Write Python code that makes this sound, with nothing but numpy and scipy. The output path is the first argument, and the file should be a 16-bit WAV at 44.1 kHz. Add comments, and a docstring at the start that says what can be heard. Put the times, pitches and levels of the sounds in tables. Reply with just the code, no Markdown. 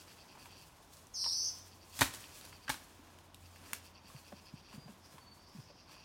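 """Bamboo shoots being gathered in a grove: two are tossed into dry leaves close to the microphone,
where they ring, crunch and thud. A stalk snaps, hollow stems knock, soft steps crackle through the litter.
Off among the stems one bird sweeps its whistle into a buzzy trill, a far one whistles thinly and a
cicada pulses its tymbals. The stems scatter these sounds over a faint forest hush."""
import sys
import numpy as np
from scipy import signal
from scipy.fft import rfft, irfft
from scipy.io import wavfile
from scipy.ndimage import uniform_filter1d

SR = 44100
rng = np.random.default_rng(int(sys.argv[2]) if len(sys.argv) > 2 else 0)


def put_to_file(sound):
    """Save the sound as 16-bit audio at rate SR, in the file named by the first command-line argument."""
    columns = np.atleast_2d(sound).T  # one column per channel
    safe = np.clip(columns, -1, 1)
    whole_steps = np.round(safe * 32767)
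    wavfile.write(sys.argv[1], SR, whole_steps.astype(np.int16))


N = 266364
T = np.arange(N) / SR
HIT_T = T[:SR // 4]  # time axis of one blow

# spectrum of dry leaves: f/Hz, level/dB
LEAF_SPECTRUM = [(200, -20), (500, -5), (1000, -1.5), (2000, -3.5), (3500, 0.5), (6000, 1.5), (9000, 1),
                 (12000, -2.5), (15500, -5)]


def landings():
    """Shoots land by the microphone: each contact rings the shoot, crushes leaves, thuds into soil."""
    # contacts with the ground: t/s, ring/dB, crush/dB, thud/dB, pitch ratio of the shoot
    contacts = [(1.991, -56, -34, -44, 1.2), (2.0098, -27, -23.5, -29, 1.01), (2.0166, -19, -39, -27, 0.99),
                (2.0207, -27.5, -31, -34, 0.87), (2.027, -33, -32.5, -49, 1.08),
                (2.107, -50, -58, -67, 1.3), (2.138, -50.5, -43, -64, 1), (2.6939, -32.5, -34, -51, 0.89),
                (2.6995, -28.5, -34, -43, 0.94), (2.742, -44, -48.5, -58, 0.92)]
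    # modes of a shoot: f/Hz, level/dB, t60/s
    modes = [(298, -4.5, 0.039), (710, -5, 0.025), (934, 2, 0.037), (1020, -2, 0.024), (1187, -2.5, 0.029),
             (1520, 0.5, 0.013), (1690, -3, 0.043), (1865, 1, 0.026), (1990, -8, 0.033), (2270, -11, 0.046),
             (2406, -6, 0.031), (3130, -7, 0.03), (3390, -11, .035), (3860, -9, .04), (4390, -6, 0.039),
             (6300, -8, 0.028)]
    # spectra of crushed leaves and of the soil below: f/Hz, level/dB
    crush_spectrum = [(150, -6.5), (310, 2), (470, -14.5), (700, 0.5), (1500, -0.5), (3000, -0.5),
                      (6000, -2), (9500, -3), (13000, -7.5), (16000, -11.5)]
    soil_spectrum = [(30, -16), (60, 9), (95, 7), (130, 4.5), (190, -10.5), (250, 1), (320, 2),
                     (450, -23.5), (1000, -36)]
    out, t = np.zeros(N), HIT_T
    for s, ring_db, crush_db, thud_db, pitch in contacts:
        chance = rng.standard_normal((len(modes), 2))
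        ring = np.zeros(len(t))
        for (hz, db, t60), (detune, side) in zip(modes, chance):
            mode_hz = hz * pitch * (1 + 0.0061 * detune)
            ring += np.sign(side) * undb(db - 60 * t / t60) * np.sin(2 * np.pi * mode_hz * t)
        # a hard first crunch, then the leaves settle
        settling = undb(-60 * t / 0.019) + undb(-5.5 - 60 * t / 0.24)
        crush = colour(clicks(len(t), 12000, 2.0) * settling, crush_spectrum)
        blow = (t == 0) + 0.012 * rng.standard_normal(len(t)) * undb(-60 * t / 0.05)
        thud = colour(blow, soil_spectrum)
        for db, part in (ring_db, ring), (crush_db, crush), (thud_db, thud):
            add(out, s, undb(db) * attack_unit(part))
    return out


def snaps():
    """Close by, a fibre bundle breaks within milliseconds, coloured by its twig or stalk."""
    # breaks: t/s, relative level/dB, resonance/Hz, t60/s, splintering against resonance/dB
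    breaks = [(0.4573, -52, 2620, .012, -8), (.969, -53.5, 6000, 0.018, -6), (1.0696, -53, 5100, .012, 0),
              (1.241, -46.5, 3100, 0.044, -14), (2.147, -43, 6400, 0.016, -18),
              (2.156, -47, 7800, 0.011, -12), (2.2407, -45.5, 3100, 0.022, -7),
              (2.412, -47, 4860, 0.0077, 1), (2.4513, -48, 4580, 0.022, 10),
              (2.528, -48.5, 2100, 0.014, -8), (3.187, -55, 2920, 0.016, -3),
              (3.3451, -46, 3300, 0.0098, 2.5), (3.5599, -52.5, 1830, 0.023, -1.5),
              (3.7325, -27, 2300, 0.012, 8.5)]
    # spectrum of splintering fibres: f/Hz, level/dB
    splinter_spectrum = [(150, -2), (300, 9), (500, -30), (1000, 0), (2000, -5.5), (4500, -4.5), (8500, 2),
                         (12000, -3.5), (16000, -15)]
    out, t = np.zeros(N), HIT_T
    for s, db, hz, t60, splinter_db in breaks:
        crack = rng.standard_normal(len(t)) * undb(-60 * t / t60)
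        twig = attack_unit(band(band(crack, hz, 0.7 * hz), hz, hz))
        splinter = undb(splinter_db) * attack_unit(colour(crack, splinter_spectrum))
        # the leaves around the twig shiver for a moment
        leaves = unit(colour(clicks(len(t), 7000, 3.8), LEAF_SPECTRUM))
        shiver = leaves * np.sqrt(t / 0.0091) * undb(-60 * t / 0.13)
        add(out, s, undb(db - 1.4) * (attack_unit(twig + splinter) + undb(-17.0) * shiver))
    return out


def knocks():
    """A dull contact near the microphone rings a hollow stalk for a moment."""
    # knocks on stalks and sheaths: t/s, relative level/dB, f/Hz, nominal ring time/s
    contacts = [(0.351, -45, 890, 0.031), (0.373, -46.5, 934, 0.063), (0.456, -46, 960, 0.061),
                (1.239, -44.5, 1054, 0.048), (1.26, -36, 945, 0.042), (2.526, -53, 970, 0.016),
                (2.679, -30, 1594, 0.048), (4.099, -48, 1110, 0.03), (4.321, -40, 640, 0.02),
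                (4.324, -35.5, 537, 0.017), (4.727, -46, 1060, 0.025), (4.879, -45, 730, 0.029),
                (5.181, -42.5, 1060, 0.023), (5.699, -47.5, 572, 0.046), (5.893, -50, 1020, 0.034),
                (5.966, -49, 1130, 0.027)]
    out, t = np.zeros(N), HIT_T
    for s, db, hz, ring_s in contacts:
        # leaves cushion the contact, so it builds over a few milliseconds
        fade = undb(-60 * t / (1.36 * ring_s)) * (1 - np.exp(-t / .0007))
        contact = rng.standard_normal(len(t)) * fade
        wall = attack_unit(band(band(contact, hz, 0.59 * hz), hz, 4.3 * hz))
        hollow = attack_unit(np.sin(2 * np.pi * hz * t) * fade)
        add(out, s, undb(db - 11.0) * (wall + 0.99 * hollow))
    return out


def steps():
    """Soft ground gives under a foot: a few low cycles that sink in pitch as the weight arrives."""
    # thumps of feet: t/s, relative level/dB, nominal f/Hz, time scale/s
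    thumps = [(2.991, -50.5, 261, 0.012), (4.04, -55, 188, 0.023), (4.142, -47, 144, 0.025),
              (4.324, -43.5, 202, 0.021), (4.537, -37, 161, 0.0084), (4.735, -46, 195, 0.036),
              (4.776, -38.5, 145, 0.014), (4.854, -48, 160, 0.019), (4.884, -46.5, 201, 0.03),
              (5.138, -52.5, 156, 0.015), (5.545, -45, 189, 0.032), (5.582, -40, 135, 0.019)]
    out, t = np.zeros(N), HIT_T
    for s, db, hz, length in thumps:
        age = 2.32 * t / length
        push = age ** 2 * np.exp(2 * (1 - age))
        sinking_hz = hz * (0.75 + 0.47 * np.exp(-t / length))
        scuff = unit(band(band(rng.standard_normal(len(t)), hz, hz), hz, hz))
        add(out, s, undb(db - 1.5) * push * (tone(sinking_hz) + 0.2 * scuff))
    return out


def litter(press_s=0.039, mat_hz=243):
    """Stirred leaves crackle and slide; heavier stirring flexes stiff sheaths and the packed leaf mat."""
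    # leaves that keep shifting, fewer once the gatherer stands up: t/s, level/dB
    restless = [(0, -72.5), (2.6, -77.5), (4.0, -81), (6.04, -81)]
    # an arm or shoot sweeps the leaves: peak t/s, level/dB, build/s, settle/s, body against leaves/dB
    sweeps = [(.08, -67.5, .2, 0.27, 2.5), (.47, -68, 0.17, 0.11, 0), (.99, -66.5, 0.21, .03, -17),
              (1.55, -61, 0.36, .08, -18), (1.67, -68, 0.075, .05, -18), (1.87, -67.5, 0.21, 0.057, -8),
              (1.99, -50, 0.047, 0.081, -14), (2.14, -59.5, 0.046, .25, -0.5), (2.37, -59, 0.11, 0.11, -8),
              (2.455, -62.5, 0.036, 0.045, 1.5), (2.79, -65.5, 0.22, 0.23, -1.5),
              (3.08, -73, 0.31, 0.24, 3.5), (3.44, -68.5, 0.11, 0.085, -8), (3.71, -62, 0.15, 0.12, 1.5),
              (3.855, -65.5, 0.037, 0.042, -19), (4.9, -68.5, 0.091, 0.13, 0)]
    # feet pressing into the litter: peak t/s, level/dB, settle/s, body against leaves/dB
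    footfalls = [(.62, -61, 0.067, -23), (4.089, -64, .42, -3), (4.73, -68.5, 0.056, 5),
                 (5.05, -71.5, 0.031, 1), (5.135, -65.5, 0.11, 1), (5.35, -72.5, 0.14, -5),
                 (5.554, -68.5, 0.13, 1.5), (5.92, -68.5, 0.058, 6.5)]
    leaf_power = undb(curve(restless)) ** 2
    body_power = leaf_power * undb(-7) ** 2  # the body is the sheaths and the mat
    presses = [(s, db, press_s, settle, body_db) for s, db, settle, body_db in footfalls]
    for s, db, build, settle, body_db in list(sweeps) + presses:
        # the power grows tenfold over the build time and falls tenfold over the settling time
        power = undb(db - 10 * np.maximum((s - T) / build, (T - s) / settle)) ** 2
        leaf_power += power
        body_power += power * undb(body_db) ** 2
    crackle = undb(-3.5) * unit(colour(clicks(N, 900, 1.8), LEAF_SPECTRUM))
    slide = unit(colour(rng.standard_normal(N), LEAF_SPECTRUM)) * undb(-0.6 + 3.2 * walk(55))
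    sheaths = unit(band(clicks(N, 700, 2.5), 1100, 1800))
    mat = undb(-6) * unit(band(band(rng.standard_normal(N), mat_hz, mat_hz), mat_hz, mat_hz))
    return np.sqrt(leaf_power) * (crackle + slide) + np.sqrt(body_power) * (sheaths + mat)


def trill(attack_s=0.095, release_s=0.036, warble_start_hz=109, warble_end_hz=78, slowing_s=.115):
    """A bird among the stems sweeps a whistle so fast that it buzzes, loudest at the throat resonance."""
    # the pitch dips and climbs back: t/s, nominal f/Hz
    contour = [(1.138, 5970), (1.17, 5190), (1.249, 4814), (1.351, 5210), (1.469, 5574), (1.516, 5540)]
    # response of throat and beak: f/Hz, gain/dB
    throat = [(2000, -39), (3300, -7), (4200, -12.5), (5300, -1.5), (6000, -4), (6700, -3.5), (7400, -17),
              (8700, 1.5), (10400, -14.5), (11400, -10.5), (12800, -17), (14200, -12), (16000, -27)]
    age, left = np.maximum(T - contour[0][0], 0), contour[-1][0] - T
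    effort = np.sqrt(ramp(age, attack_s)) * ramp(left, release_s) * undb(-29.8 - 6 * age)
    warble_hz = warble_end_hz + (warble_start_hz - warble_end_hz) * np.exp(-age / slowing_s)
    warble = tone(warble_hz * (age > 0) * (1 + 0.012 * walk(60)))
    # the sweeps have round tops and quick dips of uneven depth
    sweep_hz = 830 * warble - 170 * warble ** 2 + 130 * walk(120) * np.minimum(warble, 0)
    hz = curve(contour) + 70 + sweep_hz + 60 * walk(700)
    whistle = tone(hz) + undb(-17.5) * tone(2 * hz) + undb(-18) * tone(3 * hz)
    rasp = undb(-21.5) * rng.standard_normal(N)
    return colour(effort * undb(0.33 * walk(83)) * (whistle + rasp), throat)


def cicada(click_hz=197, period_s=.1038, rise_s=.035, stop_s=0.014, warm_up_s=0.73):
    """Off in the grove, tymbal clicks ring a cicada's body: chirps on an even beat, then a held note."""
    # body resonances: f/Hz, width/Hz, level/dB
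    body = [(2620, 380, -4), (3210, 360, -8.5), (4594, 350, 0), (5100, 660, -9.5), (5670, 340, -8)]
    # phrases: start t/s, held note t/s, end t/s, relative level/dB
    phrases = [(-.59, 0.47, 0.65, -64.5), (1.648, 2.65, 2.72, -64.5), (3.373, 4.617, 4.77, -65.5),
               (5.616, 5.86, 6.8, -64.5)]
    cycle = np.cumsum(click_hz * (1 + .006 * walk(15))) / SR % 1
    tymbal = np.exp(-cycle / .18)
    song = unit(sum(undb(db) * band(band(tymbal * rng.standard_normal(N), hz, width), hz, 2 * width)
                    for hz, width, db in body))
    effort = np.zeros(N)
    for start, held, end, db in phrases:
        cold = 1 - ramp(T - start, warm_up_s)  # the first chirps are weaker and shorter
        left = (start - T) % period_s
        length = period_s * (.76 - 0.23 * cold)
        chirps = ramp(length - left, rise_s) * ramp(left, stop_s) * (T > start) * (T < held)
        note = ramp(T - held, rise_s) * ramp(end - T, stop_s)
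        effort += undb(db - 1.5 * cold) * (chirps + note)
    return undb(2.5) * effort * song


def whistles():
    """A far bird whistles thin, level notes that flutter slightly."""
    # notes: t/s, length/s, f/Hz, relative level/dB
    notes = [(4.41, 0.11, 5050, -69), (4.72, 0.14, 4760, -65), (5.034, 0.1, 4860, -77),
             (5.19, .06, 4530, -63.5), (5.263, 0.03, 4480, -57), (5.31, 0.032, 4480, -58.5),
             (5.37, 0.15, 4580, -67)]
    out = np.zeros(N)
    for s, length, hz, db in notes:
        swell = np.sin(np.pi * np.clip((T - s) / length, 0, 1))
        out += undb(db - 1.0 + 3.7 * walk(55)) * swell * tone(hz + 40 * walk(260))
    return out


def forest(fade_s=0.066):
    """The distance: an even hush of foliage, far insects and a low drone that wavers a little."""
    # spectrum of the hush: f/Hz, level/dB
    hush_spectrum = [(18, -21), (30, 1.5), (120, 0.5), (332, -4), (492, -8), (1050, -4), (1260, -11),
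                     (2070, -16), (3590, -17), (4910, -24), (6720, -23.5), (7650, -46), (9430, -34),
                     (15500, -39)]
    # swells of the insect chorus: start t/s, end t/s, level/dB
    swells = [(-.2, 0.37, -76), (.3, 4.5, -82), (4.99, 5.16, -67.5), (5.37, 5.9, -68)]
    # course of the drone: t/s, level/dB
    drone_levels = [(0, -66.5), (.9, -71.5), (1.5, -61), (2.4, -68.5), (3.5, -58.5), (4.6, -69.5),
                    (6.04, -71.5)]
    hush = unit(colour(rng.standard_normal(N), hush_spectrum)) * undb(-62.0 + .5 * walk(4.87))
    swell = sum(undb(db) * ramp(np.minimum(T - start, end - T), fade_s) for start, end, db in swells)
    insects = unit(band(band(rng.standard_normal(N), 5140, 1200), 5140, 1200))
    chorus = insects * swell * undb(1.3 * walk(40))
    drone = tone(87.3 + 1.495 * walk(4.5)) * undb(curve(drone_levels) + 2.0 * walk(12))
    return hush + chorus + drone


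def grove(x, near_db, far_db, near_t60=0.14, far_t60=0.56):
    """Add quick echoes from the nearest stems, then a faint tail from the depth of the grove."""
    t = T[:SR]
    near = rng.standard_normal(SR) * undb(-60 * t / near_t60) * (t > .0007)
    scatter = colour(rng.standard_normal(SR), [(100, 7), (1000, 0), (6000, 0.5), (14000, -17.5)])
    far = scatter * undb(-60 * t / far_t60) * (1 - np.exp(-t / 0.0093))
    echoes = (undb(near_db) * unit(near) + undb(far_db) * unit(far)) / np.sqrt(SR)
    return x + signal.fftconvolve(x, echoes)[:N]


def undb(db):
    """Decibels to gain."""
    return 10 ** (np.asarray(db) / 20)


def unit(x):
    """Scale to rms 1."""
    return x / np.sqrt(np.mean(x ** 2) + 1e-18)


def attack_unit(x):
    """Scale so that the loudest three milliseconds have rms 1."""
    return x / np.sqrt(uniform_filter1d(x ** 2, size=132).max() + 1e-18)


def curve(points):
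    """A curve in time through (t/s, value) points."""
    return np.interp(T, *np.transpose(points))


def ramp(s, length):
    """Rises from 0 to 1 as s goes from 0 to length."""
    return np.clip(s / length, 0, 1)


def tone(hz):
    """A sine that follows a changing frequency."""
    return np.sin(2 * np.pi * np.cumsum(hz) / SR)


def add(out, s, x):
    """Mix x into out from time s."""
    start = int(s * SR)
    out[start:start + len(x)] += x[:N - start]


def band(x, hz, width):
    """One resonance, gain 1 at its centre."""
    return signal.lfilter(*signal.iirpeak(hz, hz / min(width, SR / 4), fs=SR), x)


def colour(x, points, size=4096):
    """Minimum-phase filter through (f/Hz, gain/dB) points."""
    hz, db = np.transpose(points)
    bin_hz = np.arange(size // 2 + 1) * SR / size
    log_gain = np.log(undb(np.interp(np.log(bin_hz + 1), np.log(hz), db)))
    cepstrum = irfft(log_gain)[:size // 2]
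    cepstrum[1:] *= 2
    return signal.fftconvolve(x, irfft(np.exp(rfft(cepstrum, size))))[:len(x)]


def walk(rate):
    """Random wander of rms 1, with rate turns a second."""
    hold = int(SR / rate)
    stairs = np.repeat(rng.standard_normal(N // hold + 1), hold)
    return unit(uniform_filter1d(stairs, hold)[:N])


def clicks(n, rate, spread_db):
    """Random fractures, about rate a second: many small, a few large."""
    size = undb(spread_db * np.minimum(rng.exponential(size=n), 4))
    return unit((rng.random(n) < rate / SR) * size * rng.choice([-1, 1], n))


def scene():
    """One microphone by the gatherer: near blows are fairly dry, the animals come through many stems."""
    blows = grove(landings() + knocks() + steps(), near_db=-13.5, far_db=-22.5)
    twigs = grove(snaps(), near_db=-12.5, far_db=-18.5)
    leaves = grove(litter(), near_db=-4, far_db=-13)
    bird = grove(trill(), near_db=-2, far_db=-12, near_t60=.07, far_t60=.55)
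    insect = grove(cicada(), near_db=-9, far_db=-17)
    far_bird = grove(whistles(), near_db=-13, far_db=-6.5)
    return (blows + twigs + leaves + bird + insect + far_bird + forest())[None]


def record(dry):
    """The microphone sheds the deepest rumble and the recorder cuts the top."""
    low_cut = signal.butter(5, 38, "high", fs=SR, output="sos")
    high_cut = signal.ellip(10, .2, 80, 15850, fs=SR, output="sos")
    return signal.sosfilt(high_cut, signal.sosfilt(low_cut, dry))


dry = scene()
out = record(dry)
put_to_file(out)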